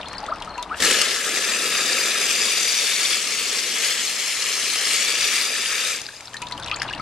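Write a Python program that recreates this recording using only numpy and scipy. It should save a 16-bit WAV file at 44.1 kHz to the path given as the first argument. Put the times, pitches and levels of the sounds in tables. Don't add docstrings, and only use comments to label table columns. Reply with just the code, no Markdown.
import sys
import numpy as np
from scipy import signal
from scipy.fft import rfft, irfft
from scipy.io import wavfile
from scipy.ndimage import uniform_filter1d

SR = 44100
rng = np.random.default_rng(int(sys.argv[2]) if len(sys.argv) > 2 else 0)


def master_out(mix):
    frames = np.transpose(np.atleast_2d(mix))
    ceiling = np.clip(frames, -1, 1)
    pcm = np.round(ceiling * 32767).astype(np.int16)
    wavfile.write(sys.argv[1], SR, pcm)


N = 309141
TIME = np.arange(N) / SR


def gain_of(db):
    return 10 ** (np.asarray(db) / 20)


def evened(x):
    return x / np.sqrt(np.mean(x ** 2) + 1e-20)


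def read(points, hz):
    f, value = np.transpose(points)
    return np.interp(np.log(hz + 1), np.log(f + 1), value)


def along(rows, t):
    s, *columns = np.transpose(rows)
    return [np.interp(t, s, c) for c in columns]


def add(mix, s, sound):
    part = mix[round(s * SR):][:len(sound)]
    part += sound[:len(part)]


def played(table, sound):
    track = np.zeros(N)
    for s, *settings in table:
        add(track, s, sound(*settings))
    return track


def coloured(x, points):
    return evened(irfft(rfft(x) * gain_of(read(points, np.fft.rfftfreq(N, 1 / SR))), N))


def drift(width_s):
    width = int(width_s * SR)
    smooth = uniform_filter1d(rng.standard_normal(N), width)
    return evened(uniform_filter1d(smooth, width))


def fizz(per_s, spread_db, cycles, low_hz, high_hz, noise_db, count=30):
    strength_db = spread_db * np.minimum(rng.exponential(1, N), 5)
    bursts = gain_of(strength_db) * (rng.random(N) < per_s / SR)
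    kind = rng.integers(0, count, N)
    bubbles = np.zeros(N)
    for k, hz in enumerate(np.geomspace(low_hz, high_hz, count)):
        turns = np.arange(0, 3 * cycles, hz / SR)
        tone = np.sin(2 * np.pi * turns * (1 + 0.0078 * turns))
        grain = tone * np.exp(-2 * turns / cycles) * np.minimum(turns, 1)
        bubbles += signal.oaconvolve(bursts * (kind == k), grain * hz / np.linalg.norm(grain))[:N]
    spectrum = rfft(bubbles)
    power = abs(spectrum) ** 2
    flat = spectrum / np.sqrt(uniform_filter1d(power, 4000) + 0.0015 * np.mean(power))
    return evened(evened(irfft(flat, N)) + gain_of(noise_db) * rng.standard_normal(N))


# f/Hz, width [Hz], level/dB
BOWL_MODES = [
    [(1307, 163, 5), (1700, 194, 5)],
    [(2340, 690, 2), (2750, 270, 3.5), (3500, 100, -0.5), (4800, 470, -2.5)],
]
# t/s, level/dB added to the drain's ringing, delay of the far wall's echo [ms], echo strength [0-1]
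MICROPHONE_VIEW = [(.82, 9, .68, .08), (1.0, 9, .72, .08), (1.2, 11, .795, .14), (1.5, 9.5, .825, .36),
                   (1.9, 8.5, .826, .33), (2.2, 8, .806, .32), (2.4, 4, .83, .38), (2.7, 1.5, .842, .4),
                   (3.1, 2, .878, .36), (3.25, 3, .91, .22), (3.55, 2.5, .886, .22), (4.0, 4, .925, .22),
                   (4.15, 3, .952, .28), (4.85, 3.4, .943, .34), (5.2, 6, .845, .34), (5.33, 7, .858, .32),
                   (5.5, 7, .824, .42), (5.95, 6, .814, .42)]
ECHO_FROM_HZ, ECHO_TO_HZ = 2000, 7500


def in_bowl(spray):
    hz, t, z = signal.stft(spray, SR, nperseg=512, noverlap=384)
    hz = hz[:, None]
    drain_db, delay_ms, strength = along(MICROPHONE_VIEW, t)
    power = 1
    for modes, ring_db in zip(BOWL_MODES, [drain_db, 0]):
        for f, width, db in modes:
            power = power + gain_of(db + ring_db) ** 2 / (1 + (2 * (hz - f) / width) ** 2) ** 1.3
    echo_band = 1 + (ECHO_FROM_HZ / (hz + 1)) ** 4 + (hz / ECHO_TO_HZ) ** 6
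    echo = strength * np.exp(-2j * np.pi * hz * delay_ms / 1000) / echo_band
    power = power / abs(1 - echo) ** 2
    before = (abs(z) ** 2).mean(1)[:, None]
    power = power * before.sum() / (power * before).sum(0)
    quick, slow = rng.standard_normal((2,) + z.shape)
    quick = evened(uniform_filter1d(uniform_filter1d(quick, 6, 0), 15, 1))
    slow = uniform_filter1d(slow, 3, 0)
    slow = evened(uniform_filter1d(uniform_filter1d(slow, 80, 1), 80, 1))
    z = z * np.sqrt(power) * gain_of(1.25 * quick + 0.7 * slow)
    return signal.istft(z, SR, nperseg=512, noverlap=384)[1][:N]


# f/Hz, level/dB per Hz
SPRAY_COLOUR = [(400, -21.5), (700, -12.5), (860, -17), (1100, -10.5), (1500, -11.5), (2000, -2),
                (3000, -0.5), (4200, 0), (7400, -1.5), (10500, -9.5), (12100, -14.5), (14400, -30)]


def spray():
    sputter = gain_of(0.48 * drift(0.05) + 0.67 * drift(0.007))
    jet = fizz(6000, spread_db=3.0, cycles=9.2, low_hz=800, high_hz=13770, noise_db=4.0)
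    return in_bowl(coloured(jet, SPRAY_COLOUR) * sputter)


# t/s, level/dB
SPRAY_LEVEL = [(.75, -40), (.795, -36.5), (.805, -29), (.83, -21), (.93, -19.5), (.97, -21), (1.08, -22),
               (1.21, -24.5), (2.17, -22), (2.48, -21.5), (3.03, -22), (3.12, -20.5), (3.18, -25),
               (3.8, -24.5), (3.86, -21.5), (3.98, -25.5), (4.22, -26), (4.95, -22), (4.99, -23),
               (5.43, -21.5), (5.49, -24.5), (5.91, -25)]
# t/s, level/dB
SPURTS = [(.801, -22), (.823, -17.5), (0.835, -25), (0.848, -18), (.864, -22), (.888, -23), (.899, -22),
          (0.91, -21), (.925, -26), (1.014, -19), (1.108, -29)]
SPURT_S, LONGER_SPURT_PER_DB, USUAL_SPURT_DB = 0.0045, 0.03, -23
SHUT_DB_PER_S = -105
DRAINING_DB, TAIL_DB_PER_S = -11, -29.5


def flow():
    level = np.clip((TIME - SPRAY_LEVEL[0][0]) / 0.021, 0, 1) * gain_of(along(SPRAY_LEVEL, TIME)[0])
    for s, db in SPURTS:
        decay_s = SPURT_S * np.exp(LONGER_SPURT_PER_DB * (db - USUAL_SPURT_DB))
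        u = np.arange(0, 6, 1 / (SR * decay_s))
        add(level, s, gain_of(db) * np.minimum(4 * u, 1) * np.exp(-u))
    shut = np.maximum(TIME - SPRAY_LEVEL[-1][0], 0)
    collapse = gain_of(SHUT_DB_PER_S * shut)
    draining = gain_of(DRAINING_DB + TAIL_DB_PER_S * shut)
    return level * np.maximum(collapse, draining)


# f/Hz, level/dB per Hz
GURGLE_COLOUR = [(53, -63), (90, -28.5), (238, -3), (275, -7.5), (420, 1), (505, 1), (841, -12.5),
                 (900, -41), (1170, -7), (1980, -120)]
# t/s, level/dB
GURGLE_LEVEL = [(0.78, -36), (0.82, -30), (1.13, -39), (1.88, -35), (2.71, -42.5), (3.86, -42), (4.3, -49),
                (4.5, -45.5), (5.11, -41.5), (5.93, -44.5), (6.2, -59.5)]
GURGLE_SWELL_DB = 0.5


def gurgle():
    bubbles = fizz(500, spread_db=-1.0, cycles=4.1, low_hz=151.3, high_hz=900, noise_db=5.5)
    level = gain_of(along(GURGLE_LEVEL, TIME)[0] + GURGLE_SWELL_DB * drift(0.065))
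    onset = np.clip((TIME - GURGLE_LEVEL[0][0]) / 0.039, 0, 1)
    return onset * level * coloured(bubbles, GURGLE_COLOUR)


def flush():
    return flow() * spray() + gurgle()


# f/Hz, level/dB per Hz
TICK_COLOUR = [(500, -10), (1500, -8), (3000, -7.5), (5500, -3), (8000, -8.5), (10500, -12.5), (14400, -46)]
# t/s, splash level/dB, rough splash f/Hz, tick level/dB on the splash before halving
DROPS = [(0.0124, -21, 3700, -16), (0.0294, -20.5, 2700, -19), (0.0567, -22, 3700, -21),
         (0.084, -33.5, 2450, 8.5), (0.131, -31.5, 4200, 2.5), (0.181, -18.5, 4800, -12),
         (0.2299, -34, 2820, -2), (0.2636, -24.5, 3570, -4), (0.3584, -28, 2600, -5),
         (0.402, -29, 4260, -7), (0.4224, -19.5, 3100, -9), (0.4474, -40, 2060, 11),
         (0.5791, -20.5, 2790, -9), (0.627, -18.5, 3590, -1.5), (0.6938, -27, 2720, -24),
         (0.7427, -21, 2700, -25), (6.0157, -25, 6350, 4.5), (6.1637, -26, 5100, -11),
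         (6.2073, -44, 2090, 18), (6.2547, -25.5, 5470, -7), (6.333, -25, 3020, -6),
         (6.342, -43, 2200, 20.5), (6.3673, -18.5, 4200, -8), (6.419, -25, 3500, 5.5),
         (6.4227, -17, 2710, -11), (6.4685, -20, 3900, -13), (6.4854, -33, 3280, 6),
         (6.5113, -23.5, 2210, -5), (6.5221, -15, 4100, -12), (6.577, -20.5, 2930, -6),
         (6.5977, -28, 3500, 3), (6.627, -23, 3680, -15), (6.6333, -19.5, 3600, -12), (6.661, -22, 2780, 0),
         (6.6742, -19, 3960, -16), (6.682, -18, 3040, -10), (6.6967, -20, 2630, -9),
         (6.7141, -11.5, 2720, -23), (6.761, -21.5, 6900, -4), (6.767, -20, 2520, -14),
         (6.7979, -22, 4960, -18), (6.8026, -21, 2890, -16), (6.812, -28, 2580, -18),
         (6.8195, -16.5, 5220, -3.5), (6.8304, -36, 3730, 14), (6.8797, -22, 3830, -19),
         (6.8865, -16.5, 2920, -24), (6.8974, -20, 2680, -13), (6.928, -24, 3500, -3.5),
         (6.9337, -13.5, 2840, -20), (6.9494, -31, 2860, -1), (6.9774, -35, 4330, -4),
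         (6.9964, -27, 2230, -9)]
SPLASH_T60_S, LONGER_SPLASH_PER_DB, USUAL_DROP_DB = 0.019, 0.02, -25
TICK_T60_S = 0.017


def drop(db, hz, tick_db):
    t = np.arange(2048) / SR
    t60 = SPLASH_T60_S * np.exp(LONGER_SPLASH_PER_DB * (db - USUAL_DROP_DB))
    tick, wobble = rng.standard_normal((2, 2048))
    wobble = 0.08 * evened(uniform_filter1d(wobble, 30))
    pitch = hz * (1 + wobble + 3.0 * t - 0.18 * np.exp(-t / 0.0011))
    splash = np.sin(2 * np.pi * np.cumsum(pitch) / SR) * np.minimum(t / 0.0025, 1)
    tick = rfft(tick) * gain_of(read(TICK_COLOUR, np.fft.rfftfreq(2048, 1 / SR)))
    tick = evened(irfft(tick)) * np.minimum(t / 0.0002, 1)
    return gain_of(db) * (splash * gain_of(-60 * t / t60) + tick / 2 * gain_of(tick_db - 60 * t / TICK_T60_S))


# t/s, peak level/dB, f/Hz
SNAPS = [(.422, -21, 3040), (.627, -23, 4800), (6.418, -25, 2500), (6.675, -27, 3500), (6.7143, -9, 2580),
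         (6.8188, -11, 2520)]


def snap(db, hz):
    turns = np.arange(0, 5, hz / SR)
    push = np.sin(2 * np.pi * turns) * np.exp(-turns / 0.71) * np.minimum(2 * turns, 1)
    swing = np.gradient(push)
    return gain_of(db) * swing / abs(swing).max()


# t/s, level/dB at the top of the rise, start f/Hz, f/Hz glided towards, rise [s], t60 [s]
BUBBLES = [(.231, -24, 793, 890, 0.0023, 0.098), (.281, -21.5, 1050, 1580, .007, 0.038),
           (.292, -26, 535, 800, 0.0037, 0.092), (.311, -16.5, 900, 1390, 0.015, 0.019),
           (.697, -22, 953, 1770, 0.022, 0.12), (6.343, -23, 1740, 1890, .002, 0.033),
           (6.596, -31, 1520, 1580, 0.0035, 0.078), (6.719, -25, 1133, 1490, 0.005, 0.104),
           (6.726, -30, 2630, 3700, 0.0095, 0.031), (6.738, -30, 4470, 4420, 0.0034, 0.026),
           (6.818, -10.5, 1700, 1760, 0.0003, 0.0062), (6.906, -28.5, 1540, 1940, 0.0025, 0.063),
           (6.933, -33, 2800, 2850, .003, 0.038), (6.95, -29.5, 800, 1000, 0.0011, 0.041)]


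def bubble(db, start_hz, end_hz, rise, t60):
    t = np.arange(0, rise + t60, 1 / SR)
    flutter, wobble = (evened(uniform_filter1d(v, 120))[:len(t)] for v in rng.standard_normal((2, 14000)))
    glide = np.minimum(t / (rise + t60 / 4), 1.2)
    hz = start_hz + (end_hz - start_hz) * glide
    shape = np.where(t < rise, (t / rise) ** 1.03, gain_of(-60 * (t - rise) / t60))
    tone = np.sin(2 * np.pi * np.cumsum(hz * (1 + 0.0091 * wobble)) / SR)
    return gain_of(db + 0.77 * flutter) * shape * tone


# f/Hz, t60 [s]
TUB_MODES = [(977, .3), (1290, .05)]
# t/s, lower mode level/dB, upper mode level/dB
KNOCKS = [(.334, -52, -34), (.474, -45, -23.5), (.58, -25.5, -30), (6.418, -30.5, -30), (6.519, -31, -44),
          (6.694, -36, -45), (6.997, -42, -20.5)]
TUB_RISE_S = 0.0027
DAMPED_AFTER_S, DAMPING_DB_PER_S = 0.042, -700


def knock(*mode_db):
    t = np.arange(12000) / SR
    flutter = evened(uniform_filter1d(rng.standard_normal(len(t)), 120))
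    ring = sum(gain_of(db - 60 * t / t60) * np.sin(2 * np.pi * hz * t)
               for db, (hz, t60) in zip(mode_db, TUB_MODES))
    damping_db = DAMPING_DB_PER_S * np.maximum(t - DAMPED_AFTER_S, 0)
    return gain_of(1.2 * flutter + damping_db) * np.minimum(t / TUB_RISE_S, 1) * ring


def tub(x):
    t = np.arange(9000) / SR
    tail = rng.standard_normal(9000) * gain_of(-60 * t / 0.12) * (t > 0.002)
    tail = signal.lfilter([1], [1, -0.5], tail)
    return signal.oaconvolve(x, tail / np.linalg.norm(tail))[:N]


# t/s, level/dB
CHIRPS = [(.057, -37), (.492, -38.5)]
WING_HZ, WING_SAG = 4400, 0.075
STROKE_S, STROKE_EVERY_S = 0.031, 0.045


def chirp(db):
    u = np.arange(0, 1, 1 / (SR * STROKE_S))
    tone = np.sin(2 * np.pi * np.cumsum(WING_HZ * (1 - WING_SAG * u)) / SR)
    throbs = np.sin(np.pi * u) ** 1.1 * (1 - 1.2 * np.exp(-((u - 0.68) / 0.08) ** 2))
    stroke = gain_of(db) * tone * throbs
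    out = np.zeros(SR // 4)
    for k in range(3):
        add(out, k * STROKE_EVERY_S, np.concatenate([stroke, gain_of(-11.0) * stroke]))
    return out


# f/Hz, level/dB per Hz
SPLATTER_COLOUR = [(900, -36), (1700, 4), (2800, -1.5), (4500, 0.5), (6500, -13.5), (10000, -38),
                   (14400, -60)]
# t/s, level/dB
SPLATTER_LEVEL = [(0, -42), (.8, -59), (1.0, -62), (5.95, -33), (6.25, -53), (6.45, -52), (6.7, -41),
                  (7.01, -40)]


def splatter():
    drops = fizz(220, spread_db=3.8, cycles=11.0, low_hz=1300, high_hz=7000, noise_db=-8.0, count=14)
    return gain_of(along(SPLATTER_LEVEL, TIME)[0]) * coloured(drops, SPLATTER_COLOUR)


SINK_FROM_S, SINK_S, BACK_FROM_S, BACK_S = 0.83, 0.29, 6.2, 0.42


def sinking(db, change_db):
    down, back = (TIME - SINK_FROM_S) / SINK_S, (TIME - BACK_FROM_S) / BACK_S
    return db + change_db * np.clip(np.minimum(down, 1 - back), 0, 1)


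# f/Hz, level/dB per Hz
TRICKLE_COLOUR = [(120, -37), (200, -11.5), (402, -7), (966, -0.5), (1570, -8.5), (2010, -13.5),
                  (4190, -21), (5300, -28), (6670, -35), (8570, -30.5), (10600, -43), (14400, -58)]


def trickle():
    wash = fizz(700, spread_db=4.5, cycles=6.1, low_hz=597, high_hz=8940, noise_db=5.5, count=14)
    return gain_of(sinking(-37, -12.5) + 1.4 * drift(0.02)) * coloured(wash, TRICKLE_COLOUR)


# f/Hz, level/dB per Hz
RUMBLE_COLOUR = [(12, -33), (20, -3), (65, -7.5), (92, 0), (118, -14), (140, -4.5), (204, -3.5),
                 (226, -8.5), (300, -2.5), (390, -29), (660, -120)]
RUMBLE_GROWS_DB_PER_S = 0.33


def rumble():
    level_db = sinking(-49, -13) + RUMBLE_GROWS_DB_PER_S * TIME + 2.5 * drift(0.062)
    return gain_of(level_db) * coloured(rng.standard_normal(N), RUMBLE_COLOUR)


def waver(hz, width_hz):
    pitch = hz + width_hz / 2 * drift(0.043)
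    return np.sqrt(2) * gain_of(1.3 * drift(0.036)) * np.sin(2 * np.pi * np.cumsum(pitch) / SR)


# t/s, level/dB
HUM_LEVEL = [(0, -58), (.8, -72), (4.3, -94), (5.95, -62), (6.2, -63), (6.45, -51), (7.01, -49)]


def low_tones():
    throb = gain_of(sinking(-52.5, -34)) * waver(53, width_hz=23)
    hum = gain_of(along(HUM_LEVEL, TIME)[0]) * waver(119, width_hz=1.6)
    return throb + hum


def background():
    return splatter() + trickle() + rumble() + low_tones()


def scene():
    drips = played(DROPS, drop) + played(SNAPS, snap)
    tones = played(BUBBLES, bubble) + played(KNOCKS, knock) + played(CHIRPS, chirp)
    echoes = tub(gain_of(-11.0) * drips + gain_of(-9.5) * tones)
    air = flush() + drips + tones + echoes + background()
    return np.array([air, air])


# f/Hz, likeness [-1 to 1]
LIKENESS = [(60, 0.92), (110, 1), (200, 0.97), (370, 1.0), (690, 0.96), (1270, 0.93), (2340, 0.85),
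            (4300, 0.51), (7920, 0.099), (14600, -0.33)]
# f/Hz, level/dB
LEFT_TILT = [(60, -0.5), (290, -0.8), (630, -1), (1400, -0.3), (3000, -0.5), (5500, 2), (8000, -3),
             (14000, -2.5)]
LEFT_OVER_RIGHT_DB, BAND_EDGE_HZ = 4, 14300


def record(dry):
    hz, t, z = signal.stft(dry, SR, nperseg=256)
    turn = rng.standard_normal(z.shape[1:])
    turn = evened(uniform_filter1d(uniform_filter1d(turn, 4, 0), 3, 1))
    sides = np.array([1, -1])[:, None, None]
    angle = np.arccos(np.clip(read(LIKENESS, hz), -0.5, 0.999))
    apart = np.tan(angle / 2)[:, None] * 1j * np.tanh(8.1 * turn)
    lean_db = read(LEFT_TILT, hz)[:, None] + LEFT_OVER_RIGHT_DB
    ports = gain_of(sides * lean_db / 2) * (1 + sides * apart)
    heard = signal.istft(z * ports, SR, nperseg=256)[1][:, :N]
    band_limit = signal.firwin(511, BAND_EDGE_HZ, window=("kaiser", 9), fs=SR)
    return signal.oaconvolve(heard, band_limit[None], "same")


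dry = scene()
out = record(dry)
master_out(out)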